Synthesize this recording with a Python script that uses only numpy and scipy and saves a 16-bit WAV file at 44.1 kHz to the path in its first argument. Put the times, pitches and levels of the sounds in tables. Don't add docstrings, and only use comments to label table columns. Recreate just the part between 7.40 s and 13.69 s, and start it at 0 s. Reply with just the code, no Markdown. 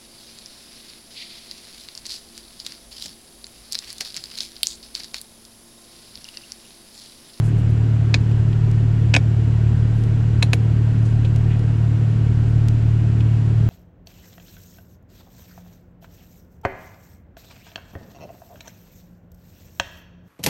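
import sys
import numpy as np
from scipy import signal
from scipy.fft import rfft, irfft
from scipy.io import wavfile
from scipy.ndimage import uniform_filter1d, minimum_filter1d

SR = 44100
rng = np.random.default_rng(int(sys.argv[2]) if len(sys.argv) > 2 else 0)


def int16_out(signal):
    q = np.round(np.clip(np.atleast_2d(signal).T, -1, 1) * 32767)
    wavfile.write(sys.argv[1], SR, q.astype(np.int16))


N = 277389

# f/Hz, relative level/dB
RUMBLE_COLOUR = [(20, -27), (35, -11), (55, -7), (90, 2), (130, 0.5), (200, -8.5), (275, -7.5), (340, -10),
                 (450, -16.5), (700, -40.5)]
VENT_COLOUR = [(200, -4), (450, -3), (580, -5), (720, 1), (850, -6), (1000, -5.5), (1220, -10.5),
               (1560, -6.5), (2100, -12.5), (2800, -12.5), (3800, -19.5), (6800, -26), (7500, -23),
               (8000, -29), (11000, -36.5), (13500, -49)]
# t/s, f/Hz
FIRING_RATE = [(0, 37.13), (2.3, 37.15), (2.9, 37.35), (3.6, 37.28), (5.0, 37.25), (6.3, 37.16)]
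# level/dB re BOOM_DB, waver/share of amplitude
BOOM_ORDERS = [(-10.5, 0.26), (1, 0.025), (-8.5, 0.095), (-17, 0.053), (-25, 0.07), (-26.5, 0.5)]
# f/Hz, width/Hz
AIR_MODES = [(112, 9.4), (205, 7.1)]
# f/Hz, relative level/dB
TAIL_COLOUR = [(200, 7.5), (2500, -9.5), (7000, -1.5), (14000, -1.5)]

# peak t/s, half length/s, level/dB, centre f/Hz
SWISHES = [(0.063, 0.06, -52, 7960), (0.19, 0.036, -58.5, 8500), (0.302, 0.021, -61, 9500),
           (2.594, 0.12, -65, 8900), (3.661, 0.02, -53, 6500), (3.689, 0.077, -61, 7500),
           (4.123, 0.056, -46, 2500), (5.1, .07, -67, 9000)]
# f/centre f, relative level/dB
SWISH_COLOUR = [(1 / 8, -45), (1 / 2, -8), (1, 0), (1.4, -7), (2, -30), (5, -50)]
# t/s, level/dB
CHAIN_TICKS = [(1.3146, -29), (2.6385, -29), (3.9620, -24.5), (4.1945, -33.5), (5.2855, -19)]
# t/s, level/dB, t60/s, thud/dB re pat
KNOCKS = [(.9135, -37.5, 0.022, 4), (1.129, -38.5, 0.026, -12), (3.8474, -36, 0.066, 5.5),
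          (5.8055, -34, 0.03, -10)]
# f/Hz, relative level/dB
TICK_COLOUR = [(500, -36), (2000, 7), (5000, 6.5), (9000, 0.5), (13000, -9.5), (15500, -12.5)]
PAT_COLOUR = [(800, -21), (2000, -9), (2600, 4), (3600, -3.5), (5000, -12.5), (9000, -22.5),
              (14000, -45.5)]
THUD_COLOUR = [(150, -14), (480, 10), (900, -17), (4000, -57)]

# f/Hz, t60/s, level/dB re pop
OTHER_CUPS = [(1598, 0.013, -9), (2260, 0.052, -22.5), (3160, 0.0096, -14.5), (6300, 0.012, -20)]
# f/Hz, relative level/dB
CRACK_COLOUR = [(300, -11.5), (1100, -6.5), (1700, -14), (2900, -8), (3500, 5.5), (4800, 2), (5700, -2.5),
                (7000, -1.5), (8500, -7.5), (11000, -10.5), (15000, -28)]
FLAP_COLOUR = [(150, -18), (290, -3), (600, 4.5), (1000, -11), (2000, -18)]
# t/s, level/dB, cup f/Hz, cup t60/s, trims (give/dB, overtone/dB, thump/dB, crack/dB), high cut/Hz
BUBBLE_POPS = [(0.7428, -1.5, 2410, .012, -11, -15, -16, 3, 6550),
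               (1.741, -4.5, 2410, 0.013, -5, -10, -12, -0.5, 8000),
               (1.7498, -4, 2470, 0.015, -8.5, -21, -13, -9, 9600),
               (1.7643, 1, 2350, 0.011, -13, -3.5, -12.5, -2, 7600),
               (3.028, -8.5, 2520, 0.01, 3, 8, -8, 5, 10000),
               (3.1331, -4.5, 2450, 0.0073, -19, -12, -8.5, -4, 11200)]

BOOM_DB, SHUDDER_DB, FAN_DB = -17, -36.5, -41
BEAT_S, IN_STEP_S = 1.32, 1.27
GIVE_S, GIVE_DULLING = 0.00238, 0.78
TOP_HZ = 15700


def undb(db):
    return 10 ** (np.asarray(db) / 20)


def unit(x):
    return x / np.sqrt(np.mean(x ** 2))


def add(out, at, sound):
    i = int(at * SR)
    out[i:i + len(sound)] += sound[:len(out) - i]


def colour_db(points, size):
    hz, db = np.transpose(points)
    return np.interp(np.log(np.arange(size // 2 + 1) * SR / size + 1), np.log(hz), db)


def noise(points, size):
    return unit(irfft(rfft(rng.standard_normal(size)) * undb(colour_db(points, size)), size))


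def click(points, size=512):
    cepstrum = irfft(np.log(undb(colour_db(points, size))))
    cepstrum[1:size // 2] *= 2
    cepstrum[size // 2 + 1:] = 0
    pulse = irfft(np.exp(rfft(cepstrum)))
    return pulse / np.abs(pulse).max()


def drift(rate):
    hold = int(SR / rate)
    steps = np.repeat(rng.standard_normal(N // hold + 1), hold)
    return unit(uniform_filter1d(uniform_filter1d(steps, hold), hold)[:N])


def fade(t, t60):
    return np.exp(-np.log(1000) * t / t60)


def ring(t, hz, t60):
    return np.sin(2 * np.pi * hz * t) * fade(t, t60)


def cabin_air(rumble_db=-28, waver_db=1, vent_db=-41.5, glass_db=-12, glass_t60=.03):
    t = np.arange(4096) / SR
    rumble = noise(RUMBLE_COLOUR + [(3000, -100)], N) * undb(rumble_db + waver_db * drift(25))
    rush = noise(VENT_COLOUR + [(15000, -65)], N)
    glass = rng.standard_normal(len(t)) * fade(t, glass_t60) * (1 - fade(t, glass_t60))
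    rush += undb(glass_db) * unit(signal.fftconvolve(rush, glass)[:N])
    return rumble + unit(rush) * undb(vent_db)


def engine():
    t = np.arange(N) / SR
    rate = np.interp(t, *np.transpose(FIRING_RATE))
    turns = np.cumsum(rate) / SR + 0.0012 * drift(8.1)
    fan_turns = turns - (t - IN_STEP_S) / BEAT_S
    out = undb(SHUDDER_DB) * np.sin(2 * np.pi * turns) + undb(FAN_DB) * np.sin(2 * np.pi * fan_turns)
    for order, (db, waver) in enumerate(BOOM_ORDERS, 2):
        hz = order * rate.mean()
        lag = sum(np.arctan2(hz * width, mode_hz ** 2 - hz ** 2) for mode_hz, width in AIR_MODES)
        level = undb(BOOM_DB + db) * (1 + waver * drift(7))
        out += level * np.sin(2 * np.pi * order * turns - lag)
    return np.sqrt(2) * out


def cabin_reverb(x, echo_s=.004, echo_db=-11, tail_db=-15, tail_t60=0.076):
    t = np.arange(8192) / SR
    response = noise(TAIL_COLOUR, len(t)) * fade(t, tail_t60) * (1 - fade(t, 0.01))
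    response *= undb(tail_db) / np.sqrt(np.sum(response ** 2))
    add(response, echo_s, undb(echo_db) * np.array([1, 2, 1]) / 4)
    return x + signal.fftconvolve(x, response)[:N]


def finger_rubs(grain_db=2.5):
    out = np.zeros(N)
    for at, half_s, db, hz in SWISHES:
        size = int(2 * half_s * SR)
        swish = noise([(hz * ratio, level) for ratio, level in SWISH_COLOUR], size)
        grain = undb(grain_db * rng.standard_normal(size // 32 + 1)).repeat(32)[:size]
        envelope = np.hanning(size) * uniform_filter1d(grain, 32)
        add(out, max(at - half_s, 0), undb(db) * envelope * swish)
    return out


def toy_knocks():
    out, t = np.zeros(N), np.arange(4096) / SR
    for at, db, t60, thud_db in KNOCKS:
        pat = noise(PAT_COLOUR, len(t))
        thud = undb(thud_db) * noise(THUD_COLOUR, len(t))
        envelope = fade(t, t60) * (1 - fade(t, 0.002))
        add(out, at, undb(db) * envelope * (pat + thud))
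    return out


def bead_chain():
    out = np.zeros(N)
    for at, db in CHAIN_TICKS:
        add(out, at, undb(db) * click(TICK_COLOUR))
    return out


def dive(t, start_hz, end_hz, glide_s, t60):
    turns = end_hz * t + (start_hz - end_hz) * glide_s * (1 - np.exp(-t / glide_s))
    return np.sin(2 * np.pi * turns) * fade(t, t60)


def soften(x, hz):
    return signal.sosfilt(signal.butter(4, min(hz, TOP_HZ), fs=SR, output="sos"), x)


def bubble_pops(stretch=1.09, overtone_ratio=1.62, rasp_db=-7, give_crack_db=-6,
                wall_db=-3, flap_db=-9, slab_db=-19):
    out, t = np.zeros(N), np.arange(4096) / SR
    wall = undb(wall_db) * dive(t, start_hz=1556, end_hz=400, glide_s=0.00273, t60=0.039)
    wall *= 1 - fade(t, 0.0092)
    other_cups = sum(undb(db) * ring(t, hz, t60) for hz, t60, db in OTHER_CUPS)
    slab = undb(slab_db) * ring(t, hz=288, t60=0.043)
    for at, db, hz, t60, give_db, overtone_db, thump_db, crack_db, top_hz in BUBBLE_POPS:
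        cup = dive(t, hz * stretch, hz, glide_s=0.002, t60=t60)
        cup += undb(overtone_db) * ring(t, hz * overtone_ratio, t60=0.008)
        crack = undb(rasp_db) * noise(CRACK_COLOUR, len(t)) * fade(t, t60=.007)
        add(crack, 0, click(CRACK_COLOUR))
        give = ring(t, hz, t60=0.0084) + undb(give_crack_db) * crack
        flap = undb(flap_db) * noise(FLAP_COLOUR, len(t)) * fade(t, t60=0.048)
        flip = cup - other_cups + slab + undb(thump_db) * (wall + flap) + undb(crack_db) * crack
        add(out, at - GIVE_S, undb(db + give_db) * soften(give, GIVE_DULLING * top_hz))
        add(out, at, undb(db) * soften(flip, top_hz))
    return out


def scene():
    car = engine() + cabin_air()
    toy = bubble_pops() + bead_chain() + finger_rubs() + toy_knocks()
    return (car + cabin_reverb(toy))[None]


def record(dry, ceiling=.95):
    gain = np.minimum(1, ceiling / (np.abs(dry) + 1e-9))
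    gain = uniform_filter1d(minimum_filter1d(gain, size=221), size=221)
    return signal.sosfilt(signal.ellip(8, .2, 70, TOP_HZ, fs=SR, output="sos"), dry * gain)


dry = scene()
out = record(dry)
int16_out(out)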